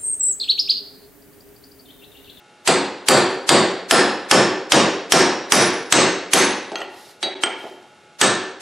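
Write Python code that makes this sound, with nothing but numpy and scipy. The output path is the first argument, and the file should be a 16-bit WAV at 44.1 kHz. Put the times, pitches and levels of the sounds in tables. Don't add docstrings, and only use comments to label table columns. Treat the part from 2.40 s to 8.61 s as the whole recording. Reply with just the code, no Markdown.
import sys
import numpy as np
from scipy import signal
from scipy.fft import rfft, irfft
from scipy.io import wavfile
from scipy.ndimage import uniform_filter1d

SR = 44100
rng = np.random.default_rng(int(sys.argv[2]) if len(sys.argv) > 2 else 0)


def file_out(sig):
    cols = np.atleast_2d(sig).T
    lim = np.clip(cols, -1, 1)
    pcm = np.round(lim * 32767).astype(np.int16)
    wavfile.write(sys.argv[1], SR, pcm)


def rack_gain(trim_db):
    fader = np.asarray(trim_db, float)
    return 10 ** (fader / 20)


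N = 273861
LOOSE_HZ = 4760
ECHO_SETS = 3


# (time [s], peak level [dB], chisel ring [Hz], hub clang [dB], hammer ping [dB])
BLOWS = [(0.275, -11.5, 4930, -8, 10), (0.685, -7, 4840, 3, 20), (1.091, -7.5, 4830, -6, 9),
         (1.51, -7.5, 5230, 13.5, 21.5), (1.912, -5.5, 5448, 4, 5), (2.32, -6, 5640, -13, -7),
         (2.721, -5, 5760, 4, 10.5), (3.121, -5.5, 5990, -20, 26), (3.524, -5.5, 6340, -14, 8),
         (3.934, -7, 6360, -15, 22.5), (5.813, -11, 6480, 9, 1)]


def blows():
    near, far = np.zeros(N), np.zeros((ECHO_SETS, N))
    for k, blow in enumerate(BLOWS):
        s, db, chisel_hz = blow[:3]
        wedge = np.log2(chisel_hz / LOOSE_HZ)
        force, rattle = seated([contact(0.0053), contact(0.013)], wedge)
        top_hz = 10860 * 2 ** (0.24 * wedge + 0.059 * rng.standard_normal())

        steel, thump = hammer(force, blow, wedge, top_hz, heard_db=-1.5)
        add(near, s, rack_gain(db + 28) * (steel + race_edge(force, wedge) + rack_gain(-22) * thump))

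        steel, thump = hammer(rattle, blow, wedge, top_hz)
        room_db = 1.26 + 0.5 * wedge
        add(far[k % ECHO_SETS], s, rack_gain(db + room_db + 28.5) * (steel + thump))
    fist_shade = signal.butter(2, 9170, fs=SR, output="sos")
    return signal.sosfilt(fist_shade, near), far


def hammer(force, blow, wedge, top_hz, heard_db=0):
    s, db, chisel_hz, clang_db, ping_db = blow
    crack = rack_gain(7.5) * band(force, 597, 3665) + rack_gain(7) * band(force, 2610, 9000)
    steel = crack + chisel(force, chisel_hz, top_hz, ping_db)
    steel = steel + hub(force, clang_db) + hammer_head(force, ping_db + heard_db)
    return steel, bench(force, wedge)


def chisel(force, chisel_hz, top_hz, ping_db):
    gripped = np.exp(-((chisel_hz - 5530) / 250) ** 2)
    shank_db = -12.5 - 0.23 * ping_db - 25.5 * gripped
    main = rack_gain(-21 + 0.18 * ping_db) * ring(force, chisel_hz, 0.009)
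    shank = rack_gain(shank_db) * ring(force, 8130, 0.0063)
    tip = rack_gain(-20.5) * ring(force, top_hz, 0.012)
    return main + shank + tip


# (frequency [Hz], level [dB], time to fall 60 dB [s])
HUB_MODES = [(820, -32, 0.044), (1370, -29, 0.02), (2430, -50, 0.03), (3420, -34, .02), (1790, -24, 0.03),
             (5450, -36, .04)]


def hub(force, clang_db):
    clang = rack_gain(clang_db - 18.5) * struck(force, HUB_MODES, spread_db=2)
    thin_tone_db = -41 - 0.57 * np.clip(clang_db, -12, 12)
    return clang + rack_gain(thin_tone_db) * ring(force, 3862, 0.064)


# (frequency [Hz], level [dB], time to fall 60 dB [s])
HEAD_MODES = [(9895, -37, 0.16), (10800, -46, 0.15), (9440, -43, 0.06), (11120, -56, 0.052),
              (11850, -44, 0.05), (11740, -44, .05), (12900, -34, 0.08)]


def hammer_head(force, ping_db):
    upper = [(hz * rng.uniform(0.975, 1.025), db, t60) for hz, db, t60 in HEAD_MODES[1:]]
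    return rack_gain(ping_db - 9) * struck(force, HEAD_MODES[:1] + upper, spread_db=4)


# (frequency [Hz], level [dB], time to fall 60 dB [s])
BENCH_MODES = [(135, -44.5, 0.011), (210, -21, 0.16), (304.6, -34, 0.093), (385.4, -18.5, 0.072),
               (524, -15, 0.017)]


def bench(force, wedge):
    thump_db = -8.5 * wedge
    body = rack_gain(thump_db - 13.0) * struck(force, BENCH_MODES, spread_db=0.93)
    return rack_gain(thump_db + 15.5) * band(force, 54, 979) + body


def race_edge(force, wedge):
    bite = np.clip(wedge / 0.35, 0, 1)
    return rack_gain(-17 + 5.5 * bite) * ring(force, 3420, 0.003)


def seated(forces, wedge):
    grain_hz = 350
    hz = np.fft.rfftfreq(8192, 1 / SR)
    knots = np.arange(0, SR / 2 + grain_hz, grain_hz)
    patches = rng.standard_normal(len(knots)) * np.minimum(knots / 4000, 1)
    valley = np.exp(-((hz - 6630) / 200) ** 2 - max(wedge, 0) / 0.067)
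    log_gain = np.log(rack_gain(2.0 * np.interp(hz, knots, patches) - 8.5 * valley))
    cepstrum = irfft(log_gain) * np.r_[1, np.full(4095, 2), 1, np.zeros(4095)]
    gain = np.exp(rfft(cepstrum))
    return [np.pad(irfft(rfft(force[:8192]) * gain), (0, len(force) - 8192)) for force in forces]


def contact(chatter_s, length=8192):
    fade = np.exp(-np.arange(length) / SR / chatter_s)
    lines = rfft(rng.standard_normal(length) * fade)
    power = uniform_filter1d(np.abs(lines) ** 2, size=round(length / SR / chatter_s / 4))
    return np.pad(irfft(lines / np.sqrt(power))[:length // 2], (0, SR // 4))


def struck(force, modes, spread_db):
    return sum(rack_gain(db + spread_db * rng.standard_normal()) * ring(force, hz, t60) for hz, db, t60 in modes)


def ring(force, hz, t60):
    r = rack_gain(-60 / (max(t60, .005) * SR))
    w = 2 * np.pi * hz / SR
    return signal.lfilter([0, np.sin(w)], [1, -2 * r * np.cos(w), r * r], force + 1e-18)


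def band(x, lo_hz, hi_hz):
    return signal.sosfilt(signal.butter(2, [lo_hz, min(hi_hz, .45 * SR)], "band", fs=SR, output="sos"), x)


def add(track, s, sound):
    i = round(s * SR)
    track[..., i:i + sound.shape[-1]] += sound[..., :N - i]


def touches(events, modes, chatter_s, ring_db, crack_db, room_db):
    out = np.zeros(N)
    pairs = modes + [(hz * 1.008, db - 6, t60 * .4) for hz, db, t60 in modes]
    for s, db, dull in events:
        dull = np.clip(dull, 0, .95)
        force = np.pad(contact(chatter_s), (0, SR // 4))
        force = signal.lfilter([1 - dull], [1, -dull], force)
        rings = rack_gain(ring_db) * struck(force, pairs, spread_db=1)
        add(out, s, rack_gain(db) * (rings + rack_gain(crack_db) * band(force, 267, 6400)))
    out = band(out, 250, 9900)
    return np.array([out, rack_gain(room_db) * out])


# (time [s], peak level [dB], dullness [0-1])
DRAG = [
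    (4.3563, -14, .3),
]
# (frequency [Hz], level [dB], time to fall 60 dB [s])
DRAG_MODES = [(1430, -1, 0.11), (1940, -1, .025), (2790, 8.5, 0.012), (3225, -2, 0.055), (4230, 7, 0.009),
              (6280, -7, 0.097), (7700, -20.5, .02), (11380, -14, 0.24)]


def drag():
    return touches(DRAG, DRAG_MODES, 0.0024, ring_db=-8, crack_db=12.0, room_db=9.5)


# (time [s], peak level [dB], dullness [0-1])
SLIP = [
    (4.4125, -26, .2),
    (4.4168, -14, .45),
]
# (frequency [Hz], level [dB], time to fall 60 dB [s])
SLIP_MODES = [(1410, -1.5, 0.026), (1940, 3, 0.024), (2740, 2, 0.028), (3000, 1.5, 0.078),
              (6200, -16.5, .04), (11300, -9, 0.11)]


def slip():
    return touches(SLIP, SLIP_MODES, 0.0017, ring_db=-8, crack_db=8.4, room_db=2.5)


# (time [s], peak level [dB], dullness [0-1])
KNOCK = [
    (4.828, -9, .3),
]
# (frequency [Hz], level [dB], time to fall 60 dB [s])
KNOCK_MODES = [(880, -8, 0.034), (2290, -15, 0.024), (4140, 0, 0.04), (4597, -6, 0.15), (5670, -17.5, .1),
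               (6300, -11, .03), (8360, -4, .03), (9496, -21, 0.144), (11300, -15, 0.12), (383.3, -11, 0.5),
               (3390, -3, 0.04), (3860, -2, 0.32)]


def knock():
    return touches(KNOCK, KNOCK_MODES, 0.0082, ring_db=-5, crack_db=20.6, room_db=9.7)


# (time [s], peak level [dB], dullness [0-1])
TAP = [
    (5.0355, 0, .2),
]
# (frequency [Hz], level [dB], time to fall 60 dB [s])
TAP_MODES = [(369, -6.5, 0.103), (880, -29, 0.045), (1430, -3.5, 0.085), (1770, -11, 0.035),
             (2330, 5.5, 0.0079), (3139, -8.5, 0.5), (3146, 10.5, 0.036), (4474, -37, 0.044),
             (5453, -37, .06), (8250, 5.5, 0.0645), (9360, -24, .06), (11240, -17.5, 0.39)]


def tap():
    return touches(TAP, TAP_MODES, 0.003, ring_db=-14, crack_db=18.3, room_db=6.5)


# (time [s], peak level [dB], dullness [0-1])
SCUFF = [
    (4.318, -19.5, 0.68),
    (4.385, -27.5, 0.1),
    (4.404, -22, 0.4),
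    (4.846, -22.5, 0.4),
    (4.858, -17, 0.93),
    (5.06, -17, 0.05),
    (5.24, -20.5, 0.93),
    (5.425, -46, 0),
    (5.44, -50, 0.45),
    (5.575, -68, .05),
]
# (frequency [Hz], level [dB], time to fall 60 dB [s])
SCUFF_MODES = [(414, -1.5, 0.051), (690, 12, 0.008), (854, -1, 0.028), (1920, -19, 0.088), (8100, -6, 0.03)]


def scuffs():
    return touches(SCUFF, SCUFF_MODES, 0.0052, ring_db=-5.5, crack_db=22, room_db=14.6)


# (loudest time [s], level [dB], rise [dB/s], hold [s], fall [dB/s])
SLEEVE = [
    (4.583, -33, 113, 0.125, 229),
    (5.188, -36.5, 334, 0.094, 88),
]
# (frequency [Hz], level [dB])
RUSTLE = [(2500, -3.5), (4500, 5), (7000, -4), (9500, -3), (12000, 0), (14000, 4), (15500, -30)]


def sleeve():
    t = np.arange(N) / SR
    rubs = np.zeros(N)
    for s, db, rise, hold, fall in SLEEVE:
        rubs += rack_gain(db - rise * np.maximum(s - t, 0) - fall * np.maximum(t - s - hold, 0))
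    grain = rack_gain(0.99 * np.repeat(rng.standard_normal(N // 128 + 1), 128)[:N])
    return shaped_noise(RUSTLE) * grain * rack_gain(-9.5) * rubs


# (frequency [Hz], time to fall 60 dB [s], build-up [s], level [dB], left-right likeness [0-1])
GARAGE = [(59, 0.75, 0.014, -29.5, .8), (143.3, 0.5, 0.006, -5.5, 0.95), (338, 0.79, 0.0056, 0, 0.9937),
          (1020, 0.71, 0.0044, 1.5, .96), (2080, 0.75, 0.0011, 2.5, 0.94),
          (5000, 0.61, 0.00067, -6.5, 0.89), (8500, 0.42, 0.0056, -8.5, 0.81),
          (12000, 0.15, 0.00414, -16.5, 0.23)]


def garage(x):
    t = np.arange(SR) / SR
    echo = 0
    for hz, noise in bands(SR):
        build = 1 - np.exp(-t / max(at_hz(GARAGE, hz, column=2), 1e-3))
        decay_db = at_hz(GARAGE, hz, column=3) - 60 * t / at_hz(GARAGE, hz)
        echo = echo + noise * build * rack_gain(decay_db)
    return signal.fftconvolve(x[None], echo / np.sqrt(SR), axes=1)[:, :N]


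def bands(length):
    edges = 35 * 2 ** np.arange(0, 8.9, 1 / 3)
    white = rng.standard_normal((2, 2, length))
    for k, (lo_hz, hi_hz) in enumerate(zip(edges, edges[1:])):
        hz = np.sqrt(lo_hz * hi_hz)
        mid, side = band(white[k % 2], lo_hz, hi_hz)
        alike = np.clip(at_hz(GARAGE, hz, column=4), 0, 1)
        yield hz, np.sqrt(1 + alike) * mid + np.sqrt(1 - alike) * side * [[1], [-1]]


def at_hz(points, hz, column=1):
    return np.interp(np.log(hz), np.log(np.array(points)[:, 0]), np.array(points)[:, column])


def shaped_noise(spectrum):
    out = sum(rack_gain(at_hz(spectrum, hz)) * noise for hz, noise in bands(N))
    return out / np.sqrt(np.mean(out ** 2))


# (frequency [Hz], level [dB per Hz])
FLOOR = [(18, -72), (30, -25), (111, -6.5), (786, -5.5), (849, -17), (1250, -12), (1350, -1), (1700, -15.5),
         (2700, -13.5), (7950, -24), (11100, -27), (14000, -34)]
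# (frequency [Hz], level [dB rms])
HUM = [(360.7, -59.5), (839.8, -55), (1319, -59), (1443, -58.5), (1561, -88), (2159, -63), (2762, -63),
       (3122, -101), (3720, -65), (4081, -75.5)]


def background():
    t = np.arange(N) / SR
    hum = sum(np.sqrt(2) * rack_gain(db) * np.sin(2 * np.pi * (hz * t + rng.random())) for hz, db in HUM)
    return rack_gain(-48) * shaped_noise(FLOOR) + hum


def scene():
    near, far = blows()
    touch_near, touch_far = drag() + slip() + scuffs() + knock() + tap()
    far = rack_gain(18.0) * far
    far[0] += touch_far
    wet = sum(garage(feed) for feed in far)
    balance = rack_gain(np.array([[-.3], [.3]]))
    return (near + touch_near) * balance + wet + sleeve() + background()


def limiter(x, top_db, attack_s, release_db_per_s):
    ramp = release_db_per_s * np.arange(N) / SR
    level = 20 * np.log10(np.abs(x).max(axis=0) + 1e-9)
    over = np.maximum(np.maximum.accumulate(level + ramp) - ramp - top_db, 0)
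    r = np.exp(-1 / (attack_s * SR))
    late = np.pad(over, (round(0.003 * SR), 0))[:N]
    return x * rack_gain(-signal.lfilter([1 - r], [1, -r], late))


def smear(lead_s, under_db):
    gate, t = np.zeros(N), np.arange(N) / SR
    attacks = [(row[0], 0) for row in BLOWS]
    attacks += [(s, db - 6) for s, db, dull in KNOCK + TAP]
    attacks += [(6.225, -4)]
    for s, db in attacks:
        gate += rack_gain(db) * np.clip(1 - (s - t) / lead_s, 0, 1) ** 1.54 * (t < s)
    hiss = rng.standard_normal(N) + 2.6 * rng.standard_normal((2, N))
    return rack_gain(under_db) * gate * band(hiss, 500, 10000)


# (frequency [Hz], level against the moment's mean [dB])
DROPPED = [(7500, -79), (8500, -12.5), (9500, -22.5), (11000, -15.5), (13000, -18.5), (14200, -14.5),
           (15000, 21.5)]


def thin_top(x, whim_db):
    hz, _, lines = signal.stft(x, SR, "cosine", nperseg=2048)
    power = np.abs(lines) ** 2
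    shared = rng.standard_normal((129, power.shape[2]))
    own = rng.standard_normal((2, 129, power.shape[2]))
    whim = np.repeat(shared + 0.43 * own, 8, axis=1)[:, :len(hz)]
    whim = uniform_filter1d(whim, size=3, axis=2)
    bar_db = at_hz(DROPPED, hz + 1)[:, None] + whim_db * whim
    kept = uniform_filter1d(power, size=5, axis=1) > power.mean(axis=(0, 1)) * rack_gain(2 * bar_db)
    return signal.istft(lines * kept, SR, "cosine", nperseg=2048)[1][:, :N]


# (left [Hz], right [Hz])
TOP_END_HZ = [10670, 12000]


def dull_top(x):
    filters = [signal.butter(4, hz, fs=SR, output="sos") for hz in TOP_END_HZ]
    return np.array([signal.sosfilt(sos, side) for sos, side in zip(filters, x)])


def band_limit(x):
    return signal.sosfilt(signal.butter(12, 14910, fs=SR, output="sos"), x)


def record(dry):
    x = signal.sosfilt(signal.butter(3, 80, "high", fs=SR, output="sos"), dry)
    x = limiter(x, top_db=4.5, attack_s=0.0012, release_db_per_s=95)
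    overload = 0.87
    x = np.tanh(rack_gain(-4.5) * x / overload) * overload
    x = dull_top(x + smear(lead_s=0.031, under_db=-28))
    since = np.arange(N) / SR - 4.9438
    x = x * np.where(since < 0, 1, np.clip((since - 0.002) / 0.0097, 0.02, 1))
    x = thin_top(x, whim_db=8.0)
    x = signal.sosfilt(signal.butter(2, 60, "high", fs=SR, output="sos"), x)
    return band_limit(x)


dry = scene()
out = record(dry)
file_out(out)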